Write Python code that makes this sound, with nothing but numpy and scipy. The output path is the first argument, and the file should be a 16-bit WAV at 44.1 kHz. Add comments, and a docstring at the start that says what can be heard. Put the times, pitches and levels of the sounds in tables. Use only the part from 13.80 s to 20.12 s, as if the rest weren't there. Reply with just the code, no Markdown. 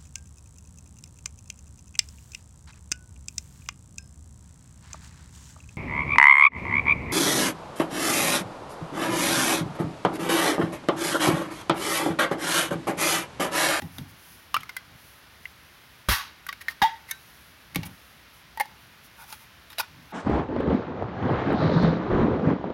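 """Opening a ring-pull can

Gloved hands work on a small can, close up in a quiet workshop. A steel blade clicks and scrapes
under the tab, levering it until the seal bursts with a short hiss and the lid buckles with a pop.
Fingers bend the tab up and pull: the scored seam creaks and rips open in tiny fractures.
Underneath are soft knocks of the hand, rubber sliding on metal and the still air of the room."""
import sys
import numpy as np
from scipy import signal
from scipy.fft import rfft, irfft, next_fast_len
from scipy.io import wavfile
from scipy.ndimage import uniform_filter1d

SR = 44100
rng = np.random.default_rng(int(sys.argv[2]) if len(sys.argv) > 2 else 0)


def waveform_to_disk(signal):
    """Save audio, clipped to [-1, 1], as 16-bit WAV at the path in sys.argv[1]."""
    frames = np.transpose(np.atleast_2d(signal))
    scaled = np.clip(frames, -1, 1) * 32767
    samples = np.round(scaled).astype(np.int16)
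    wavfile.write(sys.argv[1], SR, samples)


N = 278741
TIME = np.arange(N) / SR


# Metal hits of blade, tab and lid: (time [s], lid level [dB], lid pitch [Hz], tab level [dB],
# tab pitch [Hz], t60 of both [s], clatter level [dB], tick level [dB])
CLICKS = [ (0.0197, -36.5, 818, -47, 1960, 0.11, -36.5, -42),
          (0.1835, -28, 810, -22, 3640, 0.01, -34.5, -35), (0.7428, -17, 1078, -18, 2755, 0.046, -32, -22),
          (0.7428, -14.5, 1170, -24, 2994, 0.075, -21, -40),
          (0.7655, -8, 1286, -18.5, 2320, 0.021, -29, -31),
          (0.8324, -31.5, 1270, -29, 2090, 0.021, -40, -40),
          (0.8930, -31.5, 1450, -27.5, 2105, 0.04, -31.5, -41),
          (0.9660, -32, 1557, -23, 2026, 0.048, -30, -27.5),
          (1.6550, -19.5, 2030, -29, 2750, 0.018, -45, -62),
          (2.2869, -21, 576, -13.5, 1146, 0.033, -24.5, -29),
          (2.397, -30, 1120, -39, 1680, 0.088, -38, -55), (2.666, -24, 1520, -28, 1870, 0.016, -42, -32.5),
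          (2.69, -25.5, 1128, -25, 1915, 0.047, -28, -44),
          (2.7272, -25, 1540, -24, 2167, 0.018, -34, -38.5),
          (2.8834, -13.5, 1833, -18, 2060, 0.035, -28, -34),
          (3.0178, -22.5, 1180, -42, 1950, 0.098, -28, -49),
          (3.3104, -26.5, 1800, -27.5, 2190, 0.052, -33, -26.5),
          (3.3122, -25.5, 3650, -25.5, 6180, 0.029, -37, -22),
          (3.3140, -40.5, 1553, -45.5, 3880, 0.25, -37, -41), (3.9472, -48, 840, -33, 2130, .035, -34, -33),
          (3.9578, -29, 814, -22.5, 2220, .048, -21.5, -21.5),
          (4.032, -38.5, 850, -39, 2260, 0.086, -31, -38), (4.7738, -27.5, 883, -34, 1900, 0.077, -39, -37),
          (4.7986, -21.5, 889, -23, 2070, .064, -28.5, -27), (4.8010, -33, 548, -25, 1747, 0.086, -40, -30),
          (4.8058, -14.5, 838, -20.5, 2125, 0.055, -31, -29),
          (4.8094, -16, 840, -16, 1850, 0.021, -30.5, -24.5),
          (4.8560, -38.5, 870, -56, 2100, .04, -43.5, -47), (5.503, -62, 844, -48, 5150, 0.083, -47, -42),
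          (5.5259, -35, 858, -36, 1370, 0.047, -33, -33.5),
          (5.902, -49, 1470, -44.5, 3700, 0.06, -43.5, -43), (5.9307, -49, 1440, -45, 5120, .033, -42, -50),
          (5.9835, -30.5, 675, -28, 3860, 0.067, -29, -29),
          (5.987, -31, 2860, -26.5, 4800, 0.051, -37, -45), (6.002, -27, 2430, -29, 5070, 0.044, -46, -45),
          (5.9965, -18, 942, -35, 600, 0.052, -40, -23), ]
# Clatter, the dense modes of the struck can: (frequency [Hz], level [dB])
CLATTER_EQ = [(200, -10), (500, -21), (900, 0.5), (1500, 4.5), (2600, 1.5), (3800, 1), (5500, -2.5),
              (7500, -23.5), (10000, -24), (16000, -10)]
# Bright tick of metal contact: (frequency [Hz], level [dB])
TICK_EQ = [(1000, -37), (4000, -11), (6000, 0), (8000, -5), (10200, 5.5), (13000, 4), (16000, -3.5)]

def clicks(stiffen=0.0095, relax_s=0.011, crack_db=4, crack_s=0.00029, grip_s=0.18,
           clatter_t60_s=0.04, tick_share=0.55, rise_s=0.00029):
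    """Each click rings lid and tab, tuned by how hard they are bent. Returns notes and clatter."""
    notes, clatter, t = np.zeros(N), np.zeros(N), np.arange(SR // 5) / SR
    warped = t + stiffen * relax_s * (1 - np.exp(-t / relax_s))  # a wide swing starts slightly sharp
    grip = np.exp(-(t / grip_s) ** 2)  # blade and fingers smother the ring
    crack = 1 + amp(crack_db) * np.exp(-t / crack_s)  # the first instant of contact is the hardest
    clatter_env = crack * dying(t, clatter_t60_s, rise_s)
    tick_env = crack * dying(t, clatter_t60_s * tick_share, rise_s)
    for s, lid_db, lid_hz, tab_db, tab_hz, t60, clatter_db, tick_db in CLICKS:
        ring = amp(lid_db) * sine(lid_hz, warped) + amp(tab_db) * sine(tab_hz, warped)
        add(notes, s, ring * dying(t, t60, rise_s=0.00065) * grip)
        add(clatter, s, amp(clatter_db) * noise(CLATTER_EQ, len(t)) * clatter_env)
        add(clatter, s, amp(tick_db) * noise(TICK_EQ, len(t)) * tick_env)
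    return notes, clatter


# Body of the escaping gas: (frequency [Hz], level [dB])
JET_EQ = [(200, -25), (400, -32), (620, -16), (720, -11), (900, 0.5), (1150, 3), (1800, 1.5), (2600, -3),
          (3800, -3.5), (6000, -7), (8000, -30), (16000, -38)]
# Low thump of gas on the microphone: (frequency [Hz], level [dB])
PUFF_EQ = [(15, -28), (35, -23), (55, 9.5), (90, -8.5), (150, -9), (260, -28), (600, -26), (2000, -80)]

def gas_jet(start_s=2.2865, rise_s=0.00017, sputter_db=1.0, flutter_hz=52):
    """Gas sputters through the split seal: a hiss and a puff that stay level briefly, then fade."""
    hiss, puff, t = np.zeros(N), np.zeros(N), np.arange(SR // 3) / SR
    sputter = amp(sputter_db * wobble(len(t), smooth_samples=80))
    body = amp(-22.5) * held(t, rise_s, hold_s=0.036, t60_s=0.36) * noise(JET_EQ, len(t))
    fizz = amp(-27.5) * held(t, rise_s, hold_s=0.044, t60_s=0.26) * noise(TICK_EQ, len(t))
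    add(hiss, start_s, sputter * (body + fizz))
    gust = noise(PUFF_EQ, len(t)) + sine(flutter_hz, t)  # the puff rocks the air at the microphone
    add(puff, start_s, amp(-24.5) * gust * held(t, rise_s, hold_s=0.038, t60_s=0.074))
    return hiss, puff


# Rim resonances, shaken by the buckling lid: (frequency [Hz], width [Hz], level [dB])
RIM_MODES = [(1970, 130, -3), (3350, 80, -5), (3720, 92, -5.5)]

def lid_buckle(start_s=3.0172, rise_s=0.00032, lid_hz=902, overtone_hz=1666,
               sharp_hz=190, sharp_s=0.0039, sag_hz=130.6, slack_db=-3, tick_db=-11):
    """The lid pops through: its note starts sharp, sags while the sheet is slack, and settles."""
    pop, rattle, t = np.zeros(N), np.zeros(N), np.arange(SR // 3) / SR
    slack = np.exp(-((t - 0.0135) / 0.0095) ** 2)
    pitch_hz = lid_hz + sharp_hz * np.exp(-t / sharp_s) - sag_hz * slack
    phase = 2 * np.pi * np.cumsum(pitch_hz) / SR
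    swing = amp(-12 + slack_db * slack) * held(t, rise_s, hold_s=0.034, t60_s=0.099)
    swing += amp(-49) * dying(t, t60_s=0.55, rise_s=rise_s)  # faint after-ring
    overtone = amp(-19) * held(t, rise_s, hold_s=0.0064, t60_s=0.067) * sine(overtone_hz, t)
    add(pop, start_s, swing * np.sin(phase) + overtone)
    rim = sum(amp(db) * hum(hz, width, len(t)) for hz, width, db in RIM_MODES)
    chatter = noise(CLATTER_EQ, len(t)) + amp(tick_db) * noise(TICK_EQ, len(t))
    chatter *= unit(1 + 0.99 * np.sin(phase))  # the tab rattles once a swing
    add(rattle, start_s, amp(-24) * held(t, rise_s, hold_s=0.0092, t60_s=0.13) * (chatter + rim))
    return pop, rattle


# Pulls, each ripping a stretch of seam: (time [s], hold [s], ring level [dB], rasp level [dB])
PULLS = [(5.38, 0.065, -48, -76), (5.478, 0.066, -52.5, -54), (5.6, .035, -61, -60),
         (5.901, 0.029, -54.5, -52.5), (5.981, 0.023, -38, -33.5), (5.995, 0.014, -27.5, -34.5),
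         (6.025, .023, -45, -67), (6.299, 0.025, -52.5, -66)]
# Lid resonances under the tearing seam: (frequency [Hz], width [Hz], level [dB])
SEAM_MODES = [(872, 63, 11), (1474, 88, 10.5), (2430, 95, 4), (2760, 50, -19), (3600, 84, -1),
              (4950, 55, -10), (5060, 70, -5), (5580, 120, -12)]

def seam_tear(cracks_per_s=2400, spread_db=4.0, tick_db=-1):
    """The score line fails in tiny fractures. Returns the ring of the lid and the rasp."""
    ring, rasp, t = np.zeros(N), np.zeros(N), np.arange(SR // 6) / SR
    for s, hold_s, ring_db, rasp_db in PULLS:
        sizes = amp(spread_db * np.minimum(rng.exponential(1, len(t)), 3))
        sizes *= rng.choice([-1, 1], len(t))
        cracks = (rng.random(len(t)) < cracks_per_s / SR) * sizes
        modes = sum((-1) ** k * amp(db) * resonate(cracks, hz, width)
                    for k, (hz, width, db) in enumerate(SEAM_MODES))
        grit = colour(cracks, CLATTER_EQ) + amp(tick_db) * colour(cracks, TICK_EQ)
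        effort = held(t, rise_s=0.0038, hold_s=hold_s, t60_s=0.029)
        add(ring, s, amp(ring_db) * effort * unit(modes))
        add(rasp, s, amp(rasp_db) * effort * grit)
    low_cut = signal.butter(4, 520, "high", fs=SR, output="sos")  # a small lid radiates no bass
    return signal.sosfilt(low_cut, ring), rasp


# Blade and lid sliding over metal: (centre time [s], half length [s], hum pitch [Hz],
# hum level [dB], rasp level [dB], bright rasp level [dB])
SCRAPES = [(0.809, 0.005, 3100, -43, -59, -47), (2.689, 0.0022, 1460, -33, -41, -40),
           (2.817, 0.0076, 1890, -39.5, -43.5, -43.5), (2.906, 0.02, 1170, -47, -44, -47.5),
           (3.299, 0.015, 2010, -43, -48, -47), (4.063, 0.012, 2250, -54, -47, -41.5),
           (5.982, 0.003, 2720, -41, -47, -60)]

def scrapes(width_hz=120):
    """Short slides: a swell of friction noise that sets one mode of the lid humming."""
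    out = np.zeros(N)
    for s, half, hz, hum_db, rasp_db, bright_db in SCRAPES:
        t = np.arange(-3 * half, 3 * half, 1 / SR)
        tone = amp(hum_db) * hum(hz, width_hz, len(t))
        rasp = amp(rasp_db) * noise(CLATTER_EQ, len(t)) + amp(bright_db) * noise(TICK_EQ, len(t))
        add(out, s + t[0], (tone + rasp) * np.exp(-(t / half) ** 2))
    return out


# High resonances of the can's wall: (frequency [Hz], width [Hz], relative level [dB])
WALL_MODES = [(1134, 48, -6), (1550, 8.8, -0.5), (1920, 51, -1), (2135, 23, 1.5), (2543, 12, 5),
              (2794, 190, -4.5), (3289, 33, 5), (3770, 41, 2), (4074, 49, 1.5), (4560, 30, -1),
              (4680, 51, -1.5), (5330, 66, -3), (5830, 40, -8), (6620, 49, 5.5), (7700, 35, 3),
              (9540, 35, -5), (9700, 48, 0), (10300, 58, -4), (10900, 65, -10), (11750, 17, -1),
              (11800, 50, -6), (13040, 99, 0.5), (13500, 35, 0), (14000, 27, -13), (14400, 38, -8),
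              (15500, 35, -9)]

def can_wall(x, modes_db, trim_db=-3, lap_s=0.0011, lap_gain=0.047):
    """Bending waves come back round the rim; the wall's modes ring on."""
    lap = lap_gain * np.interp(TIME - lap_s, TIME, x)
    modes = sum(amp(db) * resonate(x, hz, width) for hz, width, db in WALL_MODES)
    return amp(trim_db) * (x + lap + amp(modes_db) * modes)


# Dull thuds of hand and can: (time [s], level [dB], pitch [Hz], t60 [s])
BUMPS = [(0.023, -31, 254.4, .09), (0.039, -31.5, 165.5, 0.15), (0.189, -31, 243, 0.085),
         (0.212, -28.5, 150.5, 0.076), (2.287, -17, 169.5, 0.051), (2.287, -27.5, 374, 0.049),
         (3.02, -16, 199, 0.021), (3.023, -29, 58.6, 0.079), (3.960, -22, 271, 0.093),
         (3.964, -24, 166, 0.17), (3.986, -22, 158, 0.063), (3.992, -34, 95.5, .16),
         (4.056, -38, 190.5, 0.21), (6.154, -53, 147, .15), (6.195, -49, 128, 0.093)]

def bumps(roughness=0.3):
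    """Soft, heavily damped knocks through the gloved hand."""
    out, t = np.zeros(N), np.arange(SR // 3) / SR
    for s, db, hz, t60 in BUMPS:
        thud = unit(resonate(hum(hz, width_hz=hz, size=len(t)), hz, width_hz=hz))
        body = sine(hz, t) + roughness * thud
        add(out, s, amp(db) * body * dying(t, t60, rise_s=0.0012))
    return out


# Rubber sliding on the can: (centre time [s], half length [s], level [dB])
RUBS = [(0.03, 0.061, -54), (0.17, 0.057, -52.5), (0.3, 0.022, -56.5), (0.5, 0.13, -52.5),
        (1.28, 0.14, -55.5), (1.66, .07, -58.5), (2.9, 0.015, -47), (3.52, 0.24, -57.5), (4.2, 0.24, -61.5),
        (4.57, 0.042, -58), (5.03, .06, -65), (5.255, .025, -53.5), (5.415, 0.039, -51),
        (5.52, 0.044, -48.5), (5.62, .05, -57)]
# Thin hiss of that rubber: (frequency [Hz], level [dB])
RUB_EQ = [(1000, -27), (4000, -5), (6000, 0.5), (8000, -9), (10000, 3), (12500, 3), (14500, -2.5),
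          (16000, 1)]
# The wrist shifting its grip: (centre time [s], half length [s], level [dB])
GRIP_SHIFTS = [(0.055, 0.036, -41), (0.22, 0.11, -46.5), (0.79, .06, -50.5), (1.13, 0.047, -52),
               (4.04, 0.08, -39.5), (6.19, 0.085, -50.5)]
# Low handling rumble: (frequency [Hz], level [dB])
GRIP_EQ = [(30, -31), (60, -30), (85, 4.5), (170, 1.5), (215, -11.5), (280, -3), (400, -26.5), (900, -16.5),
           (3000, -70)]

def gloves(grain_db=1.4, touch_db=-63, wander_db=1.1):
    """A faint, finely grained hiss of rubber on metal, and the rumble of the shifting grip."""
    grain = amp(grain_db * wobble(N, smooth_samples=90))
    touch = amp(touch_db - wander_db * wobble(N, smooth_samples=SR // 5))  # the hand never rests
    sliding = np.hypot(swells(RUBS), touch)
    return sliding * grain * noise(RUB_EQ) + swells(GRIP_SHIFTS) * noise(GRIP_EQ)


# Reverb decay of the workshop: (frequency [Hz], t60 [s])
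ROOM_DECAY = [(100, 0.39), (500, 0.22), (1000, 0.42), (3500, 0.27), (7000, 0.34), (14000, 0.1)]

def room(x, taps_per_s=4000, build_s=0.0015, treble_db=-7, bass_db=-8):
    """Sparse reflections from an engine bay and the walls, each band dying at its own speed."""
    taps = rng.choice([-1., 1.], SR) * (rng.random(SR) < taps_per_s / SR)
    hz, t, bands = signal.stft(taps, SR, nperseg=256)
    tone = amp(read([(300, bass_db), (900, 0), (4000, 0), (10000, treble_db)], hz))[:, None]
    decay = np.exp(-np.log(1000) * t / read(ROOM_DECAY, hz)[:, None])
    tail = signal.istft(bands * tone * decay, SR, nperseg=256)[1]
    tail *= 1 - np.exp(-np.arange(len(tail)) / SR / build_s)
    return signal.fftconvolve(x, tail / np.linalg.norm(tail))[:N]


# Room tone: (frequency [Hz], level [dB])
AIR_EQ = [(20, -29), (40, -7), (62, 8.5), (100, 3.5), (170, 1), (280, -3.5), (450, -7), (800, -5),
          (1500, -1.5), (2200, -3.5), (3500, -6.5), (5500, -12.5), (8000, -25), (16000, -22.5)]

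def air(level_db=-53):
    """The still air of the workshop, a steady bed of dark noise."""
    return amp(level_db) * noise(AIR_EQ)


def amp(db):
    """Decibels to gain."""
    return 10 ** (np.asarray(db) / 20)


def unit(x):
    """Scales to rms 1."""
    return x / np.sqrt(np.mean(x ** 2) + 1e-20)


def sine(hz, t):
    """A pure tone."""
    return np.sin(2 * np.pi * hz * t)


def read(points, hz):
    """Reads a curve on a log-frequency axis."""
    f, value = np.transpose(points)
    return np.interp(np.log(hz + 1), np.log(f + 1), value)


def colour(x, eq):
    """Shapes x with an EQ curve, at rms 1."""
    size = next_fast_len(len(x))
    gain = amp(read(eq, np.fft.rfftfreq(size, 1 / SR)))
    return unit(irfft(rfft(x, size) * gain, size)[:len(x)])


def noise(eq, size=N):
    """Noise shaped by an EQ curve, at rms 1."""
    return colour(rng.standard_normal(size), eq)


def wobble(size, smooth_samples):
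    """Smoothed random modulation, at rms 1."""
    return unit(uniform_filter1d(rng.standard_normal(size), smooth_samples))


def resonate(x, hz, width_hz):
    """Rings one mode with x."""
    r = np.exp(-np.pi * width_hz / SR)
    return 2 * signal.lfilter([1 - r], [1, -r * np.exp(2j * np.pi * hz / SR)], x).real


def hum(hz, width_hz, size):
    """One mode driven by noise, at rms 1."""
    return unit(resonate(rng.standard_normal(size), hz, width_hz))


def held(t, rise_s, hold_s, t60_s):
    """Envelope of a rush: rise, hold, exponential fall."""
    return (1 - np.exp(-t / rise_s)) * np.exp(-np.log(1000) * np.maximum(t - hold_s, 0) / t60_s)


def dying(t, t60_s, rise_s):
    """Envelope of a hit: quick rise, exponential fall."""
    return held(t, rise_s, 0, t60_s)


def swells(rows):
    """Envelope of smooth hand movements, each speeding up and slowing down."""
    return sum(amp(db) * np.exp(-((TIME - s) / half) ** 2) for s, half, db in rows)


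def add(mix, s, sound):
    """Mixes a sound in at time s."""
    part = mix[max(0, round(s * SR)):][:len(sound)]
    part += sound[:len(part)]


def scene():
    """The can close by, the workshop around it, in mono."""
    notes, clatter = clicks()
    ring, rasp = seam_tear()
    hiss, puff = gas_jet()
    pop, rattle = lid_buckle()
    sends = [  # (sound, reverb send [dB])
        (notes + ring + bumps(), -27),
        (can_wall(clatter + rasp + scrapes(), modes_db=-1), -17),
        (can_wall(hiss, modes_db=2), -19),
        (pop, -22),
        (can_wall(rattle, modes_db=-1), -11),
    ]
    direct = sum(sound for sound, db in sends)
    reverb = room(sum(amp(db) * sound for sound, db in sends))
    return (direct + reverb + puff + gloves() + air())[None]


def record(dry, ceiling=0.32, high_cut_hz=16100):
    """A soft clip rounds the loudest peaks, then a steep high cut trims the top."""
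    rounded = dry / (1 + (dry / ceiling) ** 4) ** (1 / 4)
    high_cut = signal.firwin(511, high_cut_hz, window=("kaiser", 9), fs=SR)
    return signal.oaconvolve(rounded, high_cut[None], "same")


dry = scene()
out = record(dry)
waveform_to_disk(out)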